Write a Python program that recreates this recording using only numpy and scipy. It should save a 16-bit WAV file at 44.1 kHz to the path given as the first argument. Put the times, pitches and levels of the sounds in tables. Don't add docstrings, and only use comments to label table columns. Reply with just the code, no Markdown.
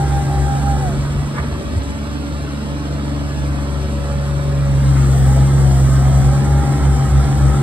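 import sys
import numpy as np
from scipy import signal
from scipy.fft import rfft, irfft
from scipy.io import wavfile

SR = 44100
rng = np.random.default_rng(int(sys.argv[2]) if len(sys.argv) > 2 else 0)


def unload_audio(sound):
    columns = np.transpose(np.atleast_2d(sound))
    steps = np.round(np.clip(columns, -1, 1) * 32767)
    wavfile.write(sys.argv[1], SR, steps.astype(np.int16))


N = 336042
T = np.arange(N) / SR
HZ = np.fft.rfftfreq(N, 1 / SR)

RUN_HZ = 66.4

# (time [s], firing rate [firings per second])
FIRING_RATE = [(0, 70.05), (0.8, 70.05), (1.15, 71.5), (2.9, 71.5), (3.45, 70.59), (4.6, 70.49),
               (4.85, 68.37), (5.3, 66.4), (5.52, 68.9), (5.78, 66.8), (6.25, 67.86), (6.5, 69.88),
               (7.1, 69.4), (7.62, 69.4)]
# (time [s], load [0-1])
ENGINE_LOAD = [(0, 0.72), (1.15, 0.62), (1.7, 0), (2.5, 0.24), (3.5, 0.47), (3.85, 0.29), (4.5, 0.7),
               (4.9, 0.99), (6.3, 1), (6.6, 0.77), (7.62, 0.85)]
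# (time [s], nearness [0-1])
NEARNESS = [(0, 0.59), (1.2, 0.36), (2, 0), (4.2, 0.27), (5.3, 0.87), (7.62, 0.98)]
# (time [s], front drum [turns per second], rear drum [turns per second])
RESTART = [(4.8, 0, 0), (5.15, 59.78, 57), (5.3, 62.88, 67.4), (5.47, 66.51, 69.7), (5.6, 61.63, 63),
           (5.8, 54.61, 58), (5.95, 53.22, 57), (6.05, 55.22, 62), (6.2, 58.87, 64), (6.35, 65.18, 67.4),
           (6.5, 66.53, 68.3), (6.8, 66.91, 66.3), (7, 65.8, 65.6), (7.62, 65.99, 65.7)]
# (frequency [Hz], relative level [dB per Hz])
RUMBLE_COLOUR = [(20, -28), (35, -9), (50, -6), (90, -1), (170, -1), (290, -8.5), (370, -16), (500, -17),
                 (1000, -76.5)]


def amp(db):
    return 10 ** (np.asarray(db) / 20)


def unit(x):
    return x / np.sqrt(np.mean(x ** 2) + 1e-20)


def curve(rows, axis=1):
    rows = np.array(rows)
    return np.interp(T, rows[:, 0], rows[:, axis])


def shape(rows, hz, axis=1):
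    rows = np.array(rows)
    return np.interp(np.log(hz + 1), np.log(rows[:, 0] + 1), rows[:, axis])


def colour(x, rows):
    return unit(irfft(rfft(x) * amp(shape(rows, HZ)), N))


def octave_band(x, hz, octaves):
    distance = np.log2((HZ + 1) / hz) / octaves
    return irfft(rfft(x) * np.exp(-.5 * distance ** 2), N)


def wander(rate_hz):
    steps = N // 40
    hz = np.fft.rfftfreq(steps, T[-1] / steps)
    slow = irfft(rfft(rng.standard_normal(steps)) / (1 + (hz / rate_hz) ** 4), steps)
    return unit(np.interp(T, np.linspace(0, T[-1], steps), slow))


def tone(turns, rough, rate_hz):
    sway = 1 + rough * (wander(rate_hz) + 1j * wander(rate_hz))
    return unit((sway * np.exp(2j * np.pi * turns)).real)


def bursts(firings, length, steady, lead=.22):
    cylinder_db = (3, -2, -0.5)
    turns = firings + lead
    force = amp(cylinder_db)[turns.astype(int) % len(cylinder_db)]
    flare = force * np.exp(-(turns % 1) / length)
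    return (steady + flare) * rng.standard_normal(N)


def blow(ring, s, db, decay, rise_s):
    age = np.maximum(T - s, 0)
    sound = ring * (1 - np.exp(-age / rise_s)) * np.exp(-age / decay)
    return amp(db) * sound * np.sqrt(decay * SR / np.sum(sound ** 2))


def drag():
    free_hz = 71.66
    return np.sqrt(np.maximum(free_hz - curve(FIRING_RATE), 0))


def effort(load_db=-0.3, near_db=4.0):
    level = load_db * curve(ENGINE_LOAD) + near_db * curve(NEARNESS)
    return level - level.mean()


def vibrator(column, slip=0):
    switch_off_s, coast_s = .81, .62
    coasting = (RUN_HZ + slip) * np.exp(-np.maximum(T - switch_off_s, 0) / coast_s)
    spinning = curve(RESTART, axis=column)
    again = spinning > 0
    speed = np.where(again, spinning, coasting)
    turns = np.where(again, np.cumsum(spinning), np.cumsum(coasting)) / SR
    return speed, turns


def unsettled():
    settle_db, settle_s = 98, 0.59
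    return settle_db * np.exp(-abs(T - RESTART[0][0]) / settle_s)


def field(db=-36):
    rumble = np.array([colour(rng.standard_normal(N), RUMBLE_COLOUR) for _ in range(2)])
    return amp(db + effort()) * rumble


def surroundings(x, drift_hz=4):
    # (frequency [Hz], gain [dB])
    scatter_gain = [(70, -9), (140, -14), (250, -5.5), (600, -8), (1300, -1.5), (2500, -0.5), (5000, -2.5),
                    (8000, -10.5), (15000, -89)]
    hz, t, z = signal.stft(x, SR, nperseg=2048, noverlap=1536)
    chance = rng.standard_normal((2, *z.shape)) + 1j * rng.standard_normal((2, *z.shape))
    slow = np.exp(-.5 * (np.fft.fftfreq(len(t), t[1]) / drift_hz) ** 2)
    paths = np.exp(1j * np.angle(np.fft.ifft(np.fft.fft(chance) * slow)))
    gain = amp(shape(scatter_gain, hz))[:, None]
    scattered = signal.istft(z * paths * gain, SR, noverlap=1536)[1]
    return np.sqrt(2) * scattered[:, :N]


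def ports(x):
    # (frequency [Hz], roller at the far end [radians], nearer [radians])
    left_lead = [(100, 0, 0), (500, -.8, -.3), (1200, -1.2, -.3), (2000, -3, -.4), (3100, -9.4, -4.9),
                 (4100, -12.5, -8.2), (6000, -16.6, -10.3), (6550, -15.7, -9.4), (7900, -12.6, -6.3),
                 (9850, -9.4, -3.1), (11400, -6.3, 0), (13100, -3.1, 3.1), (14700, 0, 6.3)]
    hz, t, z = signal.stft(x, SR, nperseg=1024)
    near = np.clip(np.interp(t, T, curve(NEARNESS)), 0, 1)
    far_lead = np.exp(1j * shape(left_lead, hz, axis=1))[:, None]
    near_lead = np.exp(1j * shape(left_lead, hz, axis=2))[:, None]
    lead = np.exp(1j * np.angle((1 - near) * far_lead + near * near_lead))
    left = signal.istft(z * lead, SR)[1][:N]
    return np.array([left, x])


def over_grass(x, dip_hz=780, octaves=0.091, depth=0.42):
    band = octave_band(x, dip_hz, octaves)
    return x - depth * (1 - curve(NEARNESS)) ** 2 * band


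def judder(db=-28.0, hz=65, octaves=0.35, middle_s=1.3, half_s=0.63):
    shake = octave_band(rng.standard_normal(N), hz, octaves)
    return amp(db) * np.exp(-((T - middle_s) / half_s) ** 2) * unit(shake)


def knocks(rise_s=0.0057):
    # (time [s], level [dB], centre [Hz], width [octaves], decay [s])
    frame_blows = [(1.155, -17, 70, 0.62, 0.021), (1.382, -20.5, 170, 0.45, 0.0091),
                   (1.428, -31, 480, 0.46, 0.026), (1.444, -24, 230, 0.35, 0.011),
                   (1.478, -22, 130, 0.52, 0.024), (1.753, -14, 80, 0.22, 0.028),
                   (1.765, -41, 8100, 0.22, 0.013), (1.83, -42, 8000, .25, .012),
                   (1.895, -44, 8000, 0.23, .012), (4.96, -37, 1400, 0.57, 0.084),
                   (5.355, -25.5, 620, 0.41, .016)]
    out = np.zeros(N)
    for s, db, hz, width, decay in frame_blows:
        ring = octave_band(rng.standard_normal(N), hz, width)
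        out += blow(ring, s, db, decay, rise_s)
    return out


def clanks(rise_s=0.0024):
    # (time [s], level [dB], decay [s])
    joint_blows = [(1.347, -38, .015), (1.362, -32, 0.015), (1.38, -22.5, .009), (1.392, -30, 0.0079),
                   (1.43, -35, 0.018)]
    # (frequency [Hz], relative level [dB per Hz])
    joint_colour = [(300, -11), (650, -4), (1100, 3.5), (1450, -1), (1850, 0.5), (2200, -5), (2420, -24),
                    (3500, -20), (5000, -47)]
    out = np.zeros(N)
    for s, db, decay in joint_blows:
        ring = colour(rng.standard_normal(N), joint_colour)
        out += blow(ring, s, db, decay, rise_s)
    return out


def panel():
    middle_s, half_s, hz, db = 5.98, .15, 1095, -41.5
    swell = np.exp(-((T - middle_s) / half_s) ** 4)
    return amp(db) * swell * tone(hz * T, rough=.3, rate_hz=7.4)


def bonnet(firings, ring_hz=1310, width_hz=55, db=-50, far_db=17):
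    # (multiple of the four-stroke cycle, level [dB])
    bonnet_orders = [(54, -58), (55, -45.5), (57, -51), (59, -46)]
    noise = bursts(firings, length=0.12, steady=0.36)
    ring = irfft(rfft(noise) / (1 + ((HZ - ring_hz) / width_hz) ** 2), N)
    lines = sum(amp(level) * tone(k * firings / 3, rough=.5, rate_hz=3) for k, level in bonnet_orders)
    return (amp(db) * unit(ring) + lines) * amp(-far_db * (1 - curve(NEARNESS)))


def drive(power=1.2):
    reverse_s, gather_s, shaft_hz = 1.0, .36, 22.05
    ease_at_s, ease_s, ease_hz = 3.0, 1.0, 1.54
    # (multiple of the shaft's turn, level [dB])
    drive_orders = [(12, -41.5), (13, -34.5), (14, -35.5)]
    gathered = 1 - np.exp(-np.maximum(T - reverse_s, 0) / gather_s)
    easing = np.clip((T - ease_at_s) / ease_s, 0, 1) ** 3
    turns = np.cumsum(shaft_hz * gathered - ease_hz * easing) / SR
    lines = sum(amp(db) * tone(k * turns, rough=.25, rate_hz=8) for k, db in drive_orders)
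    return lines * gathered ** power * (1 - easing)


def charge_pump(firings):
    # (time [s], level [dB])
    charge_level = [(0.05, -34.5), (0.21, -44), (0.4, -32), (0.62, -41), (0.88, -32), (1.08, -45),
                    (1.3, -42.5), (1.68, -37), (1.95, -46.5), (2.55, -48), (2.85, -50), (3.15, -44),
                    (3.6, -48), (3.8, -33), (4.1, -53), (4.45, -34.5), (4.72, -56), (5.08, -34.5),
                    (5.35, -43.5), (5.6, -31.5), (5.97, -42), (6.15, -36.5), (6.6, -36), (7.15, -35),
                    (7.4, -45), (7.6, -30.5)]
    return amp(curve(charge_level)) * tone(16 * firings / 3, rough=.22, rate_hz=8)


def pump(firings, overtone_db=-17):
    # (time [s], level [dB])
    pump_level = [(0, -56), (1, -40.5), (1.2, -44), (1.65, -40), (2.33, -41.5), (2.5, -53), (2.7, -40),
                  (3.4, -41), (3.9, -36), (4.65, -32.5), (5.05, -44.5), (6.2, -41), (6.6, -38.5),
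                  (7.62, -61)]
    strokes = 8 * firings
    main = tone(strokes, rough=.16, rate_hz=12)
    overtone = amp(overtone_db) * tone(3 * strokes, rough=.25, rate_hz=10)
    return amp(curve(pump_level)) * (main + overtone)


def singing_valve(firings):
    middle_s, half_s = 3.44, .21
    # (multiple of the firing rate, level [dB])
    sing_orders = [(16, -54), (24, -51), (36, -58)]
    lines = sum(amp(db) * tone(k * firings, rough=0.14, rate_hz=7.3) for k, db in sing_orders)
    return np.exp(-((T - middle_s) / half_s) ** 4) * lines


def oil(speed, turns, hiss_db=-49.5, squirt_db=-56, pressure_db=4.0, flow_db=4.0, near_db=0.5):
    relief_hz, relief_span_hz = 69.2, 4.3
    # (frequency [Hz], relative level [dB per Hz])
    hiss_colour = [(3000, -16.5), (5200, -6), (6500, -3.5), (7600, -2), (8500, 2), (9400, -4.5),
                   (11000, -9), (12500, -14), (14000, -21), (16000, -63)]
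    # (frequency [Hz], relative level [dB per Hz])
    squirt_colour = [(100, -60), (3000, -23), (6500, -37), (8500, 14), (11500, -16), (15000, 15)]
    relief = np.clip((relief_hz - curve(FIRING_RATE)) / relief_span_hz, 0, 1)
    teeth = 12 * turns + 0.0033 * wander(57)
    pulses = np.exp(60 * (np.cos(2 * np.pi * teeth) - 1))
    squirts = colour(unit(pulses) + .7 * rng.standard_normal(N), squirt_colour)
    hiss = colour(rng.standard_normal(N), hiss_colour)
    flow = np.sqrt(speed / RUN_HZ)
    change_db = pressure_db * drag() + flow_db * flow + near_db * curve(NEARNESS) + 0.84 * wander(20)
    return (amp(hiss_db) * hiss + amp(squirt_db) * relief * squirts) * amp(change_db)


def whine(turns, column):
    # (time [s], front base level [dB], rear base level [dB])
    whine_level = [(0.8, -33.5, -36.5), (0.93, -42, -44), (1.05, -47, -57), (1.25, -65, -62),
                   (4.85, -62, -66), (5.18, -54, -43), (5.44, -56, -40.5), (5.52, -54, -59),
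                   (5.68, -57, -42), (5.8, -56, -45), (5.9, -55, -52), (6.02, -49, -38), (6.15, -40, -43),
                   (6.35, -46, -38.5), (6.54, -45, -39), (6.65, -62, -33.5), (6.85, -59, -42.5),
                   (7.02, -59, -34), (7.09, -56, -47), (7.32, -61, -37.5), (7.62, -54, -41)]
    # (multiple of the weights' turn, level [dB])
    motor_orders = [(11, -9), (12, 5.5), (13, -7.5), (21, -17), (24, -13)]
    rough = .1 + np.minimum(.015 * unsettled(), .25)
    teeth = sum(amp(db) * tone(k * turns, rough=rough, rate_hz=15) for k, db in motor_orders)
    return amp(curve(whine_level, axis=column)) * teeth


def drum_hum(speed, turns, hum_power=5.1, octave_db=-5):
    # (first run [dB], after the restart [dB])
    first_db, again_db = (-27, -17.5)
    mount_hz, mount_width_hz, mount_swell_db = 59, 5.3, 8.5
    before_restart = T < RESTART[0][0]
    hum_db = np.where(before_restart, first_db, again_db - unsettled())
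    mount_db = mount_swell_db * np.exp(-((speed - mount_hz) / mount_width_hz) ** 2)
    force = np.sqrt(2) * amp(hum_db + mount_db) * (speed / RUN_HZ) ** hum_power
    angle = 2 * np.pi * turns
    return force * (np.cos(angle) - amp(octave_db) * np.cos(2 * angle))


def engine(firings, rumble_db=-31, block_db=-33, injector_db=-42, rumble_follow=1.0, line_follow=1.55):
    # (multiple of the four-stroke cycle, level [dB])
    engine_orders = [(4, -36), (5, -42.5), (7, -45), (9, -33), (10, -38.5), (11, -44.5), (12, -38),
                     (13, -41), (14, -45.5), (18, -49), (21, -49.5), (25, -47), (36, -50.5), (54, -55)]
    # (frequency [Hz], relative level [dB per Hz])
    block_colour = [(150, -10.5), (380, 0.5), (500, 1), (680, 1), (1050, -4.5), (1300, -3.5), (1500, -6.5),
                    (1950, -9), (2400, -14.5), (4000, -38)]
    # (frequency [Hz], relative level [dB per Hz])
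    tick_colour = [(1200, -0.5), (2300, -14), (2700, -1.5), (3150, 2.5), (3700, -1.5), (4200, 0),
                   (4700, -3.5), (5600, -3), (7000, -23), (10000, -43), (16000, -38)]
    effort_db = effort()
    lines = sum(amp(db) * tone(k * firings / 3 + rng.random(), rough=.25, rate_hz=3)
                for k, db in engine_orders)
    rumble = colour(bursts(firings, length=0.15, steady=0.23), RUMBLE_COLOUR)
    rumble *= amp(rumble_db + rumble_follow * effort_db)
    block = colour(bursts(firings, length=0.097, steady=1.0), block_colour)
    block *= amp(block_db + effort_db + 0.14 * wander(26))
    ticks = colour(bursts(firings, length=0.069, steady=0.81), tick_colour)
    ticks *= amp(injector_db + 0.15 * wander(35))
    return lines * amp(line_follow * effort_db) + rumble + over_grass(block) + ticks


def exhaust(firings):
    # (running free [dB], gain per unit of drag [dB])
    free_db, drag_db = (-29, 6.5)
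    # (unloaded [dB], gain at full load [dB])
    unloaded_db, load_db = (-34, 21.5)
    cut_s, cut_half_s, cut_depth_db = 1.13, 0.18, -9
    cut_db = cut_depth_db * np.exp(-((T - cut_s) / cut_half_s) ** 2)
    first = amp(free_db + drag_db * drag() + cut_db)
    second = amp(unloaded_db + load_db * curve(ENGINE_LOAD))
    angle = 2 * np.pi * firings
    uneven = 1 + .08 * wander(14)
    return -np.sqrt(2) * (first * np.cos(angle) + second * np.cos(2 * angle)) * uneven


def scene(sideways=0.54):
    firings = np.cumsum(curve(FIRING_RATE)) / SR
    front_speed, front_turns = vibrator(1)
    _, rear_turns = vibrator(2, slip=.48)

    tones = exhaust(firings) + drum_hum(front_speed, front_turns)
    tones += whine(front_turns, 1) + whine(rear_turns, 2)
    tones += pump(firings) + charge_pump(firings) + drive()
    clatter = engine(firings) + singing_valve(firings) + oil(front_speed, front_turns)
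    clatter += bonnet(firings) + panel() + knocks() + clanks() + judder()

    echo = surroundings(tones)
    tone_echo = echo - sideways * echo.mean(0)
    return ports(tones + clatter) + tone_echo + surroundings(clatter) + field()


def record(dry, low_cut_hz=38):
    # (frequency [Hz], left minus right [dB])
    mismatch = [(70, 1), (140, .6), (250, -.2), (700, -2.3), (2500, -1.4), (4500, .1), (9000, 0)]
    edge_hz = 15700
    balance = amp(np.outer([.5, -.5], shape(mismatch, HZ)))
    low_cut = 1 / np.sqrt(1 + (low_cut_hz / (HZ + 1)) ** 6)
    heard = irfft(rfft(dry) * balance * low_cut, N)
    held = heard / (1 + (heard / .95) ** 8) ** (1 / 8)
    band_limit = signal.firwin(511, edge_hz, window=("kaiser", 9), fs=SR)
    return signal.oaconvolve(held, band_limit[None], "same")


dry = scene()
out = record(dry)
unload_audio(out)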